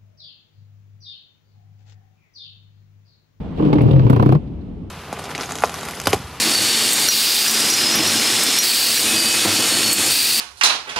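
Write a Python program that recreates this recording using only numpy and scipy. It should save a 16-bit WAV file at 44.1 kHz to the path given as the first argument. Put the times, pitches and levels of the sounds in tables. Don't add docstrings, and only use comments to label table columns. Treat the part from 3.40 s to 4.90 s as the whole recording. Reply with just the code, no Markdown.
import sys
import numpy as np
from scipy import signal
from scipy.fft import rfft, irfft
from scipy.io import wavfile
from scipy.ndimage import uniform_filter1d

SR = 44100
rng = np.random.default_rng(int(sys.argv[2]) if len(sys.argv) > 2 else 0)


def dump(signal):
    limited = np.clip(np.atleast_2d(signal).T, -1, 1)
    pcm = np.round(limited * 32767).astype(np.int16)
    wavfile.write(sys.argv[1], SR, pcm)


N = 66150
TIME = np.arange(N) / SR
HZ = np.fft.rfftfreq(N, 1 / SR)
RING = TIME[:SR // 4]

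# freq_hz, correlation
STEREO_LIKENESS = [(40, .97), (130, .85), (650, .55), (7000, .1)]
# freq_hz, left_minus_right_db
STEREO_BALANCE = [(300, 1.7), (1300, -3), (4400, -6), (12000, -5)]
# freq_hz, density_db
ROAD_COLOUR = [(22, -10), (76, 0), (115, -6), (160, -3), (270, -7), (390, -16), (1050, -37), (1700, -47),
               (2900, -46), (7200, -66), (15800, -77)]
TYRE_COLOUR = [(200, -10), (450, 0), (900, -4), (1600, -17), (3500, -22), (10000, -57)]
RUB_COLOUR = [(30, -24), (80, 0), (480, -1), (720, -9), (950, -11), (2200, -40), (8000, -75)]
SWISH_COLOUR = [(900, -16), (1800, -8), (2600, 0), (4500, -12), (7000, -28), (16000, -31)]
GRIT_COLOUR = [(1000, -26), (4000, -4), (7500, -5), (12000, 1), (16000, -6)]
RASP_COLOUR = [(300, -30), (1200, -6), (2300, 0), (4500, -8), (7500, -28), (15000, -42)]
SLAP_COLOUR = [(60, -45), (160, -3), (450, 0), (1130, -1), (1800, -17), (8000, -72)]
# time_s, level_db
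ROAD_FADER = [(0, -26.5), (1.05, -29), (1.5, -31.5)]
TYRE_FADER = [(.15, -42), (1.5, -60)]
RUB_FADER = [(.15, -46), (.198, -22.5), (.38, -23), (.53, -25), (.62, -28), (.96, -30), (1.0, -54)]
SWISH_FADER = [(.14, -64), (.175, -48), (.255, -43), (.32, -48.5), (.47, -45), (.62, -47.5), (.78, -46),
               (.95, -49), (.99, -60), (1.15, -76)]
# start_s, pitch_hz, level_db, decay_s
ROAD_BUMP = [(.022, 58, -22, .035)]
# start_s, pitch_hz, level_db
LIP_CHIRPS = [(.355, 2800, -35), (.382, 2200, -27.5), (.407, 2350, -29), (.509, 3100, -30.5),
              (.531, 3000, -38), (1.073, 4200, -59), (1.21, 4000, -58)]
# start_s, length_s, from_hz, to_hz, level_db
DRAG_GROANS = [(.185, .16, 305, 280, -22.5), (.315, .09, 290, 298, -17), (.475, .13, 555, 490, -25),
               (.8, .16, 292, 290, -21)]
# start_s, level_db
GRIT_TICKS = [(.334, -42), (.417, -39), (.489, -52), (.516, -46), (.645, -50), (.700, -33), (.733, -44)]
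# pitch_hz, level_db, t60_s
ARM_MODES = [(174, -6.5, .1), (212, -3, .11), (260, -2, .08), (294, -2.5, .115), (326, -7, .1),
             (398, -6, .11), (478, -10, .09)]
# pitch_hz, level_db, t60_s
HOLDER_MODES = [(440, 1, .055), (700, -8, .06), (1020, -2, .045)]
# time_s, pitch_hz
BOOM_PITCH = [(.28, 156), (.42, 128), (.55, 137), (.64, 126), (.79, 122), (.95, 145)]
# start_s, boom_db, knock_db, slap_db, rasp_db
BLADE_SLIPS = [(.195, -27, -15, -23.5, -49), (.224, -19, -13, -26, -47), (.248, -19, -16, -26, -39),
               (.263, -15, -16, -31, -41), (.283, -19, -17, -31, -47), (.301, -16, -18, -31, -45),
               (.328, -14, -11, -14, -25.5), (.355, -14, -12, -25, -40), (.382, -15, -15, -21, -35),
               (.406, -8, -15, -25, -38), (.431, -8, -15, -31, -48), (.455, -6, -14, -32, -49),
               (.483, -9, -12, -24, -41), (.509, -8, -14, -26, -38), (.532, -6, -17, -30, -41),
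               (.554, -5, -19, -36, -55), (.561, -26, -24, -31, -38), (.577, -9, -18, -34, -55),
               (.592, -22, -18, -22, -34), (.601, -8, -24, -36, -55), (.630, -11, -17, -33, -42),
               (.648, -6, -16, -36, -42), (.665, -12, -18, -22, -35), (.697, -7, -10, -14, -28),
               (.728, -8, -12, -17, -34), (.761, -9, -13, -17, -34), (.795, -8, -10, -14.5, -34),
               (.824, -10, -11, -13.5, -31), (.859, -7, -9, -18, -34), (.889, -7, -12, -17, -34),
               (.921, -6.5, -10.5, -15, -31), (.949, -7, -19, -21, -38)]
# rise_s, decay_s, tail_db, tail_decay_s, trim_db
SLAP_SHAPE = (.0045, .007, -15, .02, -2.5)
RASP_SHAPE = (.002, .007, -16, .02, -.8)
GRIT_SHAPE = (.0022, .003, -11, .015, -4)

BOOM_RISE_S, BOOM_RING_S, BOOM_SPREAD_HZ, BOOM_LEFT_LAG_RAD = .008, .023, 4.5, .2
DETUNE, MODE_SPREAD_DB, PHASE_SPREAD_RAD, STEREO_SPREAD_RAD = .018, 2, .9, .38
HOLDER_OCTAVES_PER_S, HOLDER_TUNED_AT_S = .5, .8
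ICE_FROM_S, CRUNCH_DB = .69, -9


def amp(db):
    return 10 ** (np.asarray(db) / 20)


def curve(points, s=TIME):
    return np.interp(s, *np.transpose(points))


def spectrum(points):
    hz, value = np.transpose(points)
    return np.interp(np.log(HZ + 1), np.log(hz + 1), value)


def add(mix, s, sound):
    part = mix[..., max(round(s * SR), 0):][..., :sound.shape[-1]]
    part += sound[..., :part.shape[-1]]


def pan(left_db):
    return amp([[left_db], [-left_db]])


def noise(colour, grain_db=0):
    grain_sizes = np.minimum(rng.exponential(1, N // 16 + 1), 4)
    grains = amp(grain_db * np.repeat(grain_sizes, 16)[:N])
    common, separate = rfft(rng.standard_normal((2, N)) * grains)
    likeness = np.clip(spectrum(STEREO_LIKENESS), -1, 1)
    balance = amp(spectrum(STEREO_BALANCE) / 2)
    right = likeness * common + np.sqrt(1 - likeness ** 2) * separate
    out = irfft(np.array([common * balance, right / balance]) * amp(spectrum(colour)), N)
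    return out / out.std()


def bursts(times, levels_db, shape):
    rise_s, decay_s, tail_db, tail_decay_s, trim_db = shape
    after = np.maximum(RING - rise_s, 0)
    tail = amp(tail_db) ** 2 * np.exp(-2 * after / tail_decay_s)
    burst = np.minimum(RING / rise_s, 1) ** 2 * (np.exp(-2 * after / decay_s) + tail)
    power = np.zeros(N)
    for s, db in zip(times, levels_db):
        add(power, s, burst * amp(db + trim_db) ** 2)
    return np.sqrt(power)


def struck(modes, rise_s, stretch=1):
    out = 0
    for hz, db, t60 in modes:
        tune, size, side, turn = rng.standard_normal(4)
        phase = 2 * np.pi * hz * stretch * (1 + DETUNE * tune) * RING + PHASE_SPREAD_RAD * turn
        width = STEREO_SPREAD_RAD * side * np.array([[1], [-1]])
        decay = np.exp(-np.log(1000) * RING / t60)
        out = out + amp(db + MODE_SPREAD_DB * size) * decay * np.sin(phase + width)
    return np.sqrt(2) * np.minimum(RING / rise_s, 1) * out


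def road():
    out = noise(ROAD_COLOUR) * amp(curve(ROAD_FADER))
    out += noise(TYRE_COLOUR, grain_db=1.8) * amp(curve(TYRE_FADER))
    for s, hz, db, decay_s in ROAD_BUMP:
        swell = 2 * RING / decay_s * np.exp(1 - 2 * RING / decay_s)
        add(out, s, amp(db) * swell * np.sin(2 * np.pi * hz * RING))
    return out


def chirps(width_ratio=2.6):
    out = np.zeros((2, N))
    for s, hz, db in LIP_CHIRPS:
        band = [(hz / width_ratio, -45), (hz, 0), (hz * width_ratio, -45)]
        out += noise(band) * bursts([s], [db], RASP_SHAPE)
    return out


def groans(wobble_depth=.05):
    out = np.zeros(N)
    for start, length, from_hz, to_hz, db in DRAG_GROANS:
        progress = np.clip((TIME - start) / length, 0, 1)
        glide_hz = from_hz + (to_hz - from_hz) * progress ** 2
        wobble = uniform_filter1d(rng.standard_normal(N), 300)
        hz = glide_hz * (1 + wobble_depth * wobble / wobble.std())
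        swell = np.sqrt(2 * abs(np.sin(np.pi * progress)))
        out += amp(db) * swell * np.sin(2 * np.pi * np.cumsum(hz) / SR)
    return out


def blade():
    times, _, _, slap_db, rasp_db = np.transpose(BLADE_SLIPS)
    slaps = noise(SLAP_COLOUR) * bursts(times, slap_db, SLAP_SHAPE)
    rasps = noise(RASP_COLOUR, grain_db=1.8) * bursts(times, rasp_db, RASP_SHAPE)
    swish = noise(SWISH_COLOUR, grain_db=3.6) * amp(curve(SWISH_FADER))
    ticks = bursts(*np.transpose(GRIT_TICKS), GRIT_SHAPE)
    icy = times > ICE_FROM_S
    crunches = bursts(times[icy], rasp_db[icy] + CRUNCH_DB, GRIT_SHAPE)
    grit = noise(GRIT_COLOUR, grain_db=2.4) * np.hypot(ticks, crunches) * pan(left_db=-3)
    rub = noise(RUB_COLOUR, grain_db=2.8) * amp(curve(RUB_FADER))
    return slaps + rasps + grit + swish + rub


def arm_knocks():
    out = np.zeros((2, N))
    for s, _, knock_db, slap_db, _ in BLADE_SLIPS:
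        add(out, s, amp(knock_db) * struck(ARM_MODES, rise_s=.005) * pan(left_db=.8))
        climb = 2 ** (HOLDER_OCTAVES_PER_S * (s - HOLDER_TUNED_AT_S))
        add(out, s, amp(slap_db) * struck(HOLDER_MODES, rise_s=.004, stretch=climb))
    return out


def pane_booms():
    out = np.zeros((2, N))
    swell = np.minimum(RING / BOOM_RISE_S, 1) * np.exp(-(RING / BOOM_RING_S) ** 2)
    lag = np.array([[BOOM_LEFT_LAG_RAD], [0]])
    for s, boom_db, *_ in BLADE_SLIPS:
        hz = curve(BOOM_PITCH, s) + BOOM_SPREAD_HZ * rng.standard_normal((2, 1))
        add(out, s, np.sqrt(2) * amp(boom_db) * swell * np.cos(2 * np.pi * hz * RING - lag))
    return out * pan(left_db=1.4)


def scene(left_delay_s=.0004):
    left, right = pane_booms() + arm_knocks() + blade() + groans() + chirps()
    late_left = np.interp(TIME - left_delay_s, TIME, left)
    return np.array([late_left, right]) + road()


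def record(dry, low_cut_hz=24, high_cut_hz=15900):
    dry = signal.sosfilt(signal.butter(2, low_cut_hz, "high", fs=SR, output="sos"), dry)
    rounded = dry / (1 + dry ** 8) ** (1 / 8)
    faded = rounded * signal.windows.tukey(N, .006)
    high_cut = signal.firwin(511, high_cut_hz, window=("kaiser", 9), fs=SR)
    return signal.oaconvolve(faded, high_cut[None], "same")


dry = scene()
out = record(dry)
dump(out)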